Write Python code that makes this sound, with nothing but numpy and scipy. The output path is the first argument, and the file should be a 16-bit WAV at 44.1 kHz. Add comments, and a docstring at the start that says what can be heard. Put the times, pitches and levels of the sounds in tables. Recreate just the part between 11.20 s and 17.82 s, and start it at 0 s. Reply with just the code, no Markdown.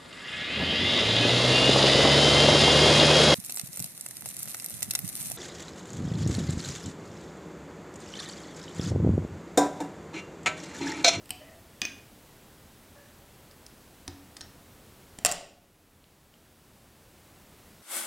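"""Fly tying at a bench

In a small room a wire whip finisher clicks, clinks and slips off the hook in the vise; the bobbin
squeaks faintly as thread is drawn; scissors snip close to the microphone. Steel is noise cracks plus
decaying sine modes, the squeak an unsteady harmonic tone, the background filtered noise with two tones.
The snip makes the gain control duck, and the room hiss creeps back."""
import sys
import numpy as np
from scipy import signal
from scipy.fft import rfft, irfft, next_fast_len
from scipy.io import wavfile
from scipy.ndimage import uniform_filter1d, map_coordinates

SR = 44100
rng = np.random.default_rng(int(sys.argv[2]) if len(sys.argv) > 2 else 0)


def unload_audio(sound):
    """Save the sound as a 16-bit wav file, at the path given as the first command line argument."""
    columns = np.transpose(np.atleast_2d(sound))
    # keep every value between -1 and 1, then stretch to whole-number steps
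    steps = np.round(np.clip(columns, -1, 1) * 32767)
    wavfile.write(sys.argv[1], SR, steps.astype(np.int16))


N = 292074  # samples


# scissor contacts: start_s, ring_db, crack_db
SCISSOR_HITS = [(3.9874, -34, -29.5), (4.0495, 6.5, 2), (4.0576, -27, -15), (4.0591, -6, 1),
                (4.0604, -3.5, -7), (4.0650, -1.5, -5.5), (4.0907, -25, -15), (4.1143, -36, -15.5),
                (4.1155, -6.5, -17), (4.1223, -5, -14.5)]
# blade modes: freq_hz, level_db, t60_s
SCISSOR_MODES = [(601, -37, 0.11), (700, -31.5, .06), (1118, -25, 0.032), (1900, -18.5, 0.018),
                 (2740, -18, 0.019), (5800, -17, 0.0084), (7320, -10, 0.0164), (7600, -5, 0.0093),
                 (8320, -10, 0.0085), (10920, -26, 0.017), (13600, -23.5, .006)]
# crack filter: freq_hz, gain_db
SCISSOR_CRACK = [(60, -19), (170, -6), (260, -14.5), (480, -9), (680, 4), (1300, -8.5), (2400, -2.5),
                 (3800, -3.5), (6000, -2), (8000, 4), (10000, -1.5), (14000, -15.5), (16000, -19)]


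def scissors():
    """Blades strike and snip: hard cracks excite the short modes of the steel."""
    return steel(SCISSOR_HITS, SCISSOR_MODES, SCISSOR_CRACK, crack_t60_s=0.011, wet_db=-4.5)


# finisher contacts: start_s, ring_db, crack_db
FINISHER_HITS = [(.6170, -21.5, -14), (.6375, -32, -44), (.6522, -19, -31)]
# finisher modes: freq_hz, level_db, t60_s
FINISHER_MODES = [(725, -23, 0.033), (1760, -23, 0.017), (2525, -12, 0.06), (2660, -31, .14),
                  (3440, -12, 0.022), (4500, -15, 0.018), (5500, -8, 0.019), (6160, -10, 0.041),
                  (6270, -15, 0.021), (9500, -36, .07), (15200, -28, 0.057)]
# crack filter: freq_hz, gain_db
FINISHER_CRACK = [(120, -37), (200, 0), (1020, -12), (1680, 4.5), (2470, 5.5), (2910, 2), (6050, 1.5),
                  (11100, -15), (13600, -19), (15100, -25), (16000, -53)]


def finisher():
    """The whip finisher clinks: cracks plus the decaying modes of its steel."""
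    return steel(FINISHER_HITS, FINISHER_MODES, FINISHER_CRACK, crack_t60_s=0.013, wet_db=-5.5)


# wire contacts: start_s, ring_db, crack_db
WIRE_HITS = [(.0575, -59, -37), (.0932, -43, -31), (.1059, -15.5, -17.5)]
# wire modes: freq_hz, level_db, t60_s
WIRE_MODES = [(737, -35.5, 0.39), (3000, -13.5, 0.023), (4900, -26, 0.0074), (5440, -24, .016),
              (8400, -5, 0.0058), (9280, -9, 0.0093), (13440, -13, 0.0038)]
# crack filter: freq_hz, gain_db
WIRE_CRACK = [(120, -45), (200, -7), (1910, -13.5), (2910, 0), (3900, -11), (4900, -3.5), (6170, -18),
              (8580, -5), (11500, -14), (13100, -6), (16000, -25)]


def wire():
    """The wire clicks: short high modes over one long low mode."""
    return steel(WIRE_HITS, WIRE_MODES, WIRE_CRACK, crack_t60_s=0.016, wet_db=-3.5)


# hook contacts: start_s, ring_db, crack_db
HOOK_HITS = [(2.3118, -50, -48), (2.4648, -31.5, -41.5), (2.8786, -23.5, -27.5), (3.1672, -58, -34.5),
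             (3.1688, -31, -34), (3.2088, -46, -29.5), (3.2130, -33, -31.5)]
# hook modes: freq_hz, level_db, t60_s
HOOK_MODES = [(3720, -16.5, 0.012), (5380, -10.5, 0.0091), (5900, -12, 0.018), (7800, -22.5, 0.0065),
              (9580, -11.5, 0.019)]
# crack filter: freq_hz, gain_db
HOOK_CRACK = [(180, -35.5), (300, 0.5), (1010, -4), (1810, 1), (2480, -4), (5340, 7), (6520, 0),
              (9710, -6.5), (16000, -67)]


def hook():
    """Contacts at the hook: cracks plus high modes that die within 20 ms."""
    return steel(HOOK_HITS, HOOK_MODES, HOOK_CRACK, crack_t60_s=0.014, wet_db=-7.0)


def steel(hits, modes, crack_colour, crack_t60_s, wet_db):
    """Every contact cracks and sets the part's modes ringing; the crack carries further into the room."""
    rings, cracks = np.zeros(N), np.zeros(N)
    for start_s, ring_db, crack_db in hits:
        add(rings, start_s, amp(ring_db) * ring(modes))
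        add(cracks, start_s, amp(crack_db) * crack(crack_t60_s))
    cracks = coloured(cracks, crack_colour)
    room_feed = cracks + 0.5 * rings
    return rings + cracks + amp(wet_db) * room(room_feed)


def ring(modes):
    """The modes of one blow, each at a slightly new strength."""
    t = np.arange(SR // 2) / SR
    out = np.zeros(len(t))
    for freq_hz, level_db, t60_s in modes:
        strength = amp(level_db + rng.uniform(-1.47, 1))
        out += strength * fade(t, t60_s) * np.sin(2 * np.pi * freq_hz * t)
    return out


def crack(t60_s):
    """The dense, quickly dying vibration of a hard contact: decaying noise of set energy."""
    envelope = fade(np.arange(SR // 20) / SR, t60_s)
    burst = envelope * rng.standard_normal(len(envelope))
    return burst * np.linalg.norm(envelope) / np.linalg.norm(burst)


# long thin rings after a clink or snip: start_s, freq_hz, level_db, t60_s
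LONG_RINGS = [(.617, 2474, -33.5, 0.35), (.617, 2990, -48, 0.26), (0.652, 6080, -49, .3),
              (.6522, 6270, -46, 0.3), (3.212, 5440, -53, 0.22), (3.213, 5530, -49, 0.18),
              (4.1155, 10900, -35, 0.2), (4.1155, 12800, -43, .17)]


def long_rings():
    """Single high tones that ring on after the contacts."""
    out = np.zeros(N)
    for start_s, freq_hz, level_db, t60_s in LONG_RINGS:
        add(out, start_s, ring([(freq_hz, level_db, t60_s)]))
    return out


# knocks reaching the vise stem: start_s, level_db
VISE_KNOCKS = [(.106, -46.5), (0.616, -45.5), (2.881, -37), (3.214, -48.5), (4.06, -43)]
# stem modes: freq_hz, level_db, t60_s
VISE_MODES = [(91, -3.5, 0.23), (168, -19, 0.17), (282.5, -4, 0.27), (342, -9.5, 0.17), (747, -8.5, 0.091),
              (898, -14, 0.062)]


def vise():
    """The heavy stem hums briefly after a knock."""
    out = np.zeros(N)
    for start_s, level_db in VISE_KNOCKS:
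        add(out, start_s, amp(level_db) * ring(VISE_MODES))
    return out


# dull bumps of the hand working the scissors: start_s, level_db
BUMPS = [(3.9877, -32), (4.1205, -45)]
BUMP_HZ, BUMP_T60_S = 200, 0.017


def bumps():
    """A soft, low push that dies within a few cycles."""
    out = np.zeros(N)
    for start_s, level_db in BUMPS:
        add(out, start_s, ring([(BUMP_HZ, level_db, BUMP_T60_S)]))
    return out


# light ticks of thread and fingernail: start_s, level_db, pitch_hz
TICKS = [(4.8417, -48.5, 4140), (5.14, -41, 2930)]
# crack filter: freq_hz, gain_db
TICK_COLOUR = [(300, -12.5), (1500, 4), (3500, 9), (5000, -8), (15000, -18)]
TICK_T60_S, TICK_TONE_DB = 0.0075, 1  # tone level is relative to the table's


def ticks():
    """Soft contacts: a tiny crack plus a pitch, both dying within milliseconds."""
    cracks, tones = np.zeros(N), np.zeros(N)
    for start_s, level_db, pitch_hz in TICKS:
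        add(cracks, start_s, amp(level_db) * crack(TICK_T60_S))
        add(tones, start_s, ring([(pitch_hz, level_db + TICK_TONE_DB, TICK_T60_S)]))
    return coloured(cracks, TICK_COLOUR) + tones


# squeaks, one per pull of thread: start_s, length_s, top_pitch_hz, level_db, overtone_lift_db
SQUEAKS = [(0.188, 0.182, 638.6, -55, 1), (1.736, .18, 588, -60, 6.5)]
# overtones re fundamental, before the lift: multiple, level_db
OVERTONES = [(2, -18), (3, -9), (4, -21)]
SQUEAK_ATTACK_S, SQUEAK_RELEASE_S = 0.037, 0.059
SQUEAK_SAG = 0.07  # share by which pitch lies lower at both ends of a pull


def bobbin(jitter, flutter_db):
    """The spool sticks and slips between its arms: an unsteady harmonic tone, highest in mid-pull."""
    out = np.zeros(N)
    for start_s, length_s, top_hz, level_db, lift_db in SQUEAKS:
        t = np.arange(N) / SR - start_s
        attack = t / SQUEAK_ATTACK_S
        release = (length_s - t) / SQUEAK_RELEASE_S
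        envelope = np.clip(np.minimum(attack, release), 0, 1)
        speed = np.sin(np.pi * np.clip(t / length_s, 0, 1))
        pitch_hz = top_hz * (1 - SQUEAK_SAG * (1 - speed))
        phase = 2 * np.pi * np.cumsum(pitch_hz * (1 + jitter * wobble(250))) / SR
        overtones = sum(amp(db) * np.sin(round(k) * phase) for k, db in OVERTONES)
        tone = unit(np.sin(phase) + amp(lift_db) * overtones)
        out += tone * envelope * amp(level_db + flutter_db * wobble(60.1))
    return out


# noise filter, relative: freq_hz, gain_db
HISS = [(12, -39.5), (20, -7), (77, -1), (134, -2), (234, -4), (399, -7.5), (434, -8.5), (542, -9.5),
        (1090, -14.5), (1760, -17), (2460, -19), (2820, -19), (5680, -22.5), (13500, -23.5), (16000, -24.5)]
HISS_RMS_DB = -54
# steady hum and whine: freq_hz, rms_db
HUM = [(81, -70.5), (7806, -80)]


def background():
    """Room rumble and microphone hiss as filtered noise, with a faint phase-drifting hum and whine."""
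    t = np.arange(N) / SR
    hiss = unit(coloured(rng.standard_normal(N), HISS))
    hum = sum(amp(db) * unit(np.sin(2 * np.pi * hz * t + wobble(3.2))) for hz, db in HUM)
    return amp(HISS_RMS_DB) * hiss + hum


# reverberation time: freq_hz, t60_s
ROOM_T60 = [(150, 0.94), (1000, 0.46), (3000, 0.51), (8000, 0.42), (15000, 0.33)]
# room filter: freq_hz, gain_db
ROOM_SEND = [(150, 0), (700, 5), (2500, 2), (7500, -4.5), (11000, -12.5), (15000, -4)]


def room(x):
    """A dense noise tail that starts at once in so small a room; its treble dies first."""
    hz, t, bins = signal.stft(rng.standard_normal(SR), SR, nperseg=256)
    decay = fade(t, along(ROOM_T60, hz)[:, None])
    tail = signal.istft(bins * decay, SR, nperseg=256)[1]
    tail /= np.linalg.norm(tail)
    return coloured(signal.fftconvolve(x, tail)[:N], ROOM_SEND)


def placed(x, wet_db):
    """A source with its share of the room."""
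    return x + amp(wet_db) * room(x)


def amp(db):
    """Decibels to gain."""
    return 10 ** (np.asarray(db) / 20)


def unit(x):
    """x at rms 1."""
    return x / np.sqrt(np.mean(x ** 2) + 1e-20)


def along(points, hz):
    """(freq_hz, value) points read on a log frequency axis."""
    f, v = np.transpose(points)
    return np.interp(np.log(hz + 1), np.log(f + 1), v)


def fade(t, t60_s):
    """Exponential decay, 60 dB down at t60_s."""
    return np.exp(-np.log(1000) * t / t60_s)


def wobble(rate_hz):
    """A smooth random curve, rate_hz knots a second."""
    knots = rng.standard_normal(int(N * rate_hz / SR) + 4)
    return map_coordinates(knots, [np.arange(N) * rate_hz / SR])


def add(track, start_s, sound):
    """Mix a sound into the track from start_s on."""
    part = track[round(start_s * SR):][:len(sound)]
    part += sound[:len(part)]


def coloured(x, spectrum):
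    """x through the causal minimum-phase filter with these (freq_hz, gain_db) points."""
    m = next_fast_len(SR // 2)
    gain = amp(along(spectrum, np.fft.rfftfreq(m, 1 / SR)))
    cepstrum = irfft(np.log(gain), m)
    # fold onto positive time: minimum phase
    cepstrum[1:m // 2] *= 2
    cepstrum[m // 2 + 1:] = 0
    impulse = irfft(np.exp(rfft(cepstrum)), m)
    return signal.fftconvolve(x, impulse)[:N]


def scene():
    """All sources reach one microphone, which feeds both channels."""
    tools = scissors() + finisher() + wire() + hook()
    small = placed(long_rings() + vise() + bumps() + ticks(), wet_db=-8.5)
    squeaks = placed(bobbin(jitter=0.054, flutter_db=3.0), wet_db=-6)
    mono = tools + small + squeaks + background()
    return np.array([mono, mono])


def gain_control(x, limit_db=-8.5, release_db_per_s=4.0):
    """Gain drops at once when the level passes the limit, then recovers at a steady dB rate."""
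    power = np.abs(uniform_filter1d(x[0] ** 2, size=44))  # 1 ms mean
    excess_db = np.maximum(10 * np.log10(power + 1e-12) - limit_db, 0)
    recovery_db = release_db_per_s * np.arange(N) / SR
    gain_db = recovery_db - np.maximum.accumulate(excess_db + recovery_db)
    return x * amp(gain_db)


def soft_clip(x, ceiling=0.62):
    """Rounds off the very highest peaks towards the ceiling."""
    return x / (1 + (x / ceiling) ** 6) ** (1 / 6)


def record(dry, top_hz=15900):
    """Gain control and peak rounding, then the recorder's band limit."""
    m = next_fast_len(N + SR // 2)
    spectrum = rfft(soft_clip(gain_control(dry)), m)
    passband = np.fft.rfftfreq(m, 1 / SR) < top_hz
    return irfft(spectrum * passband, m)[:, :N]


dry = scene()
out = record(dry)
unload_audio(out)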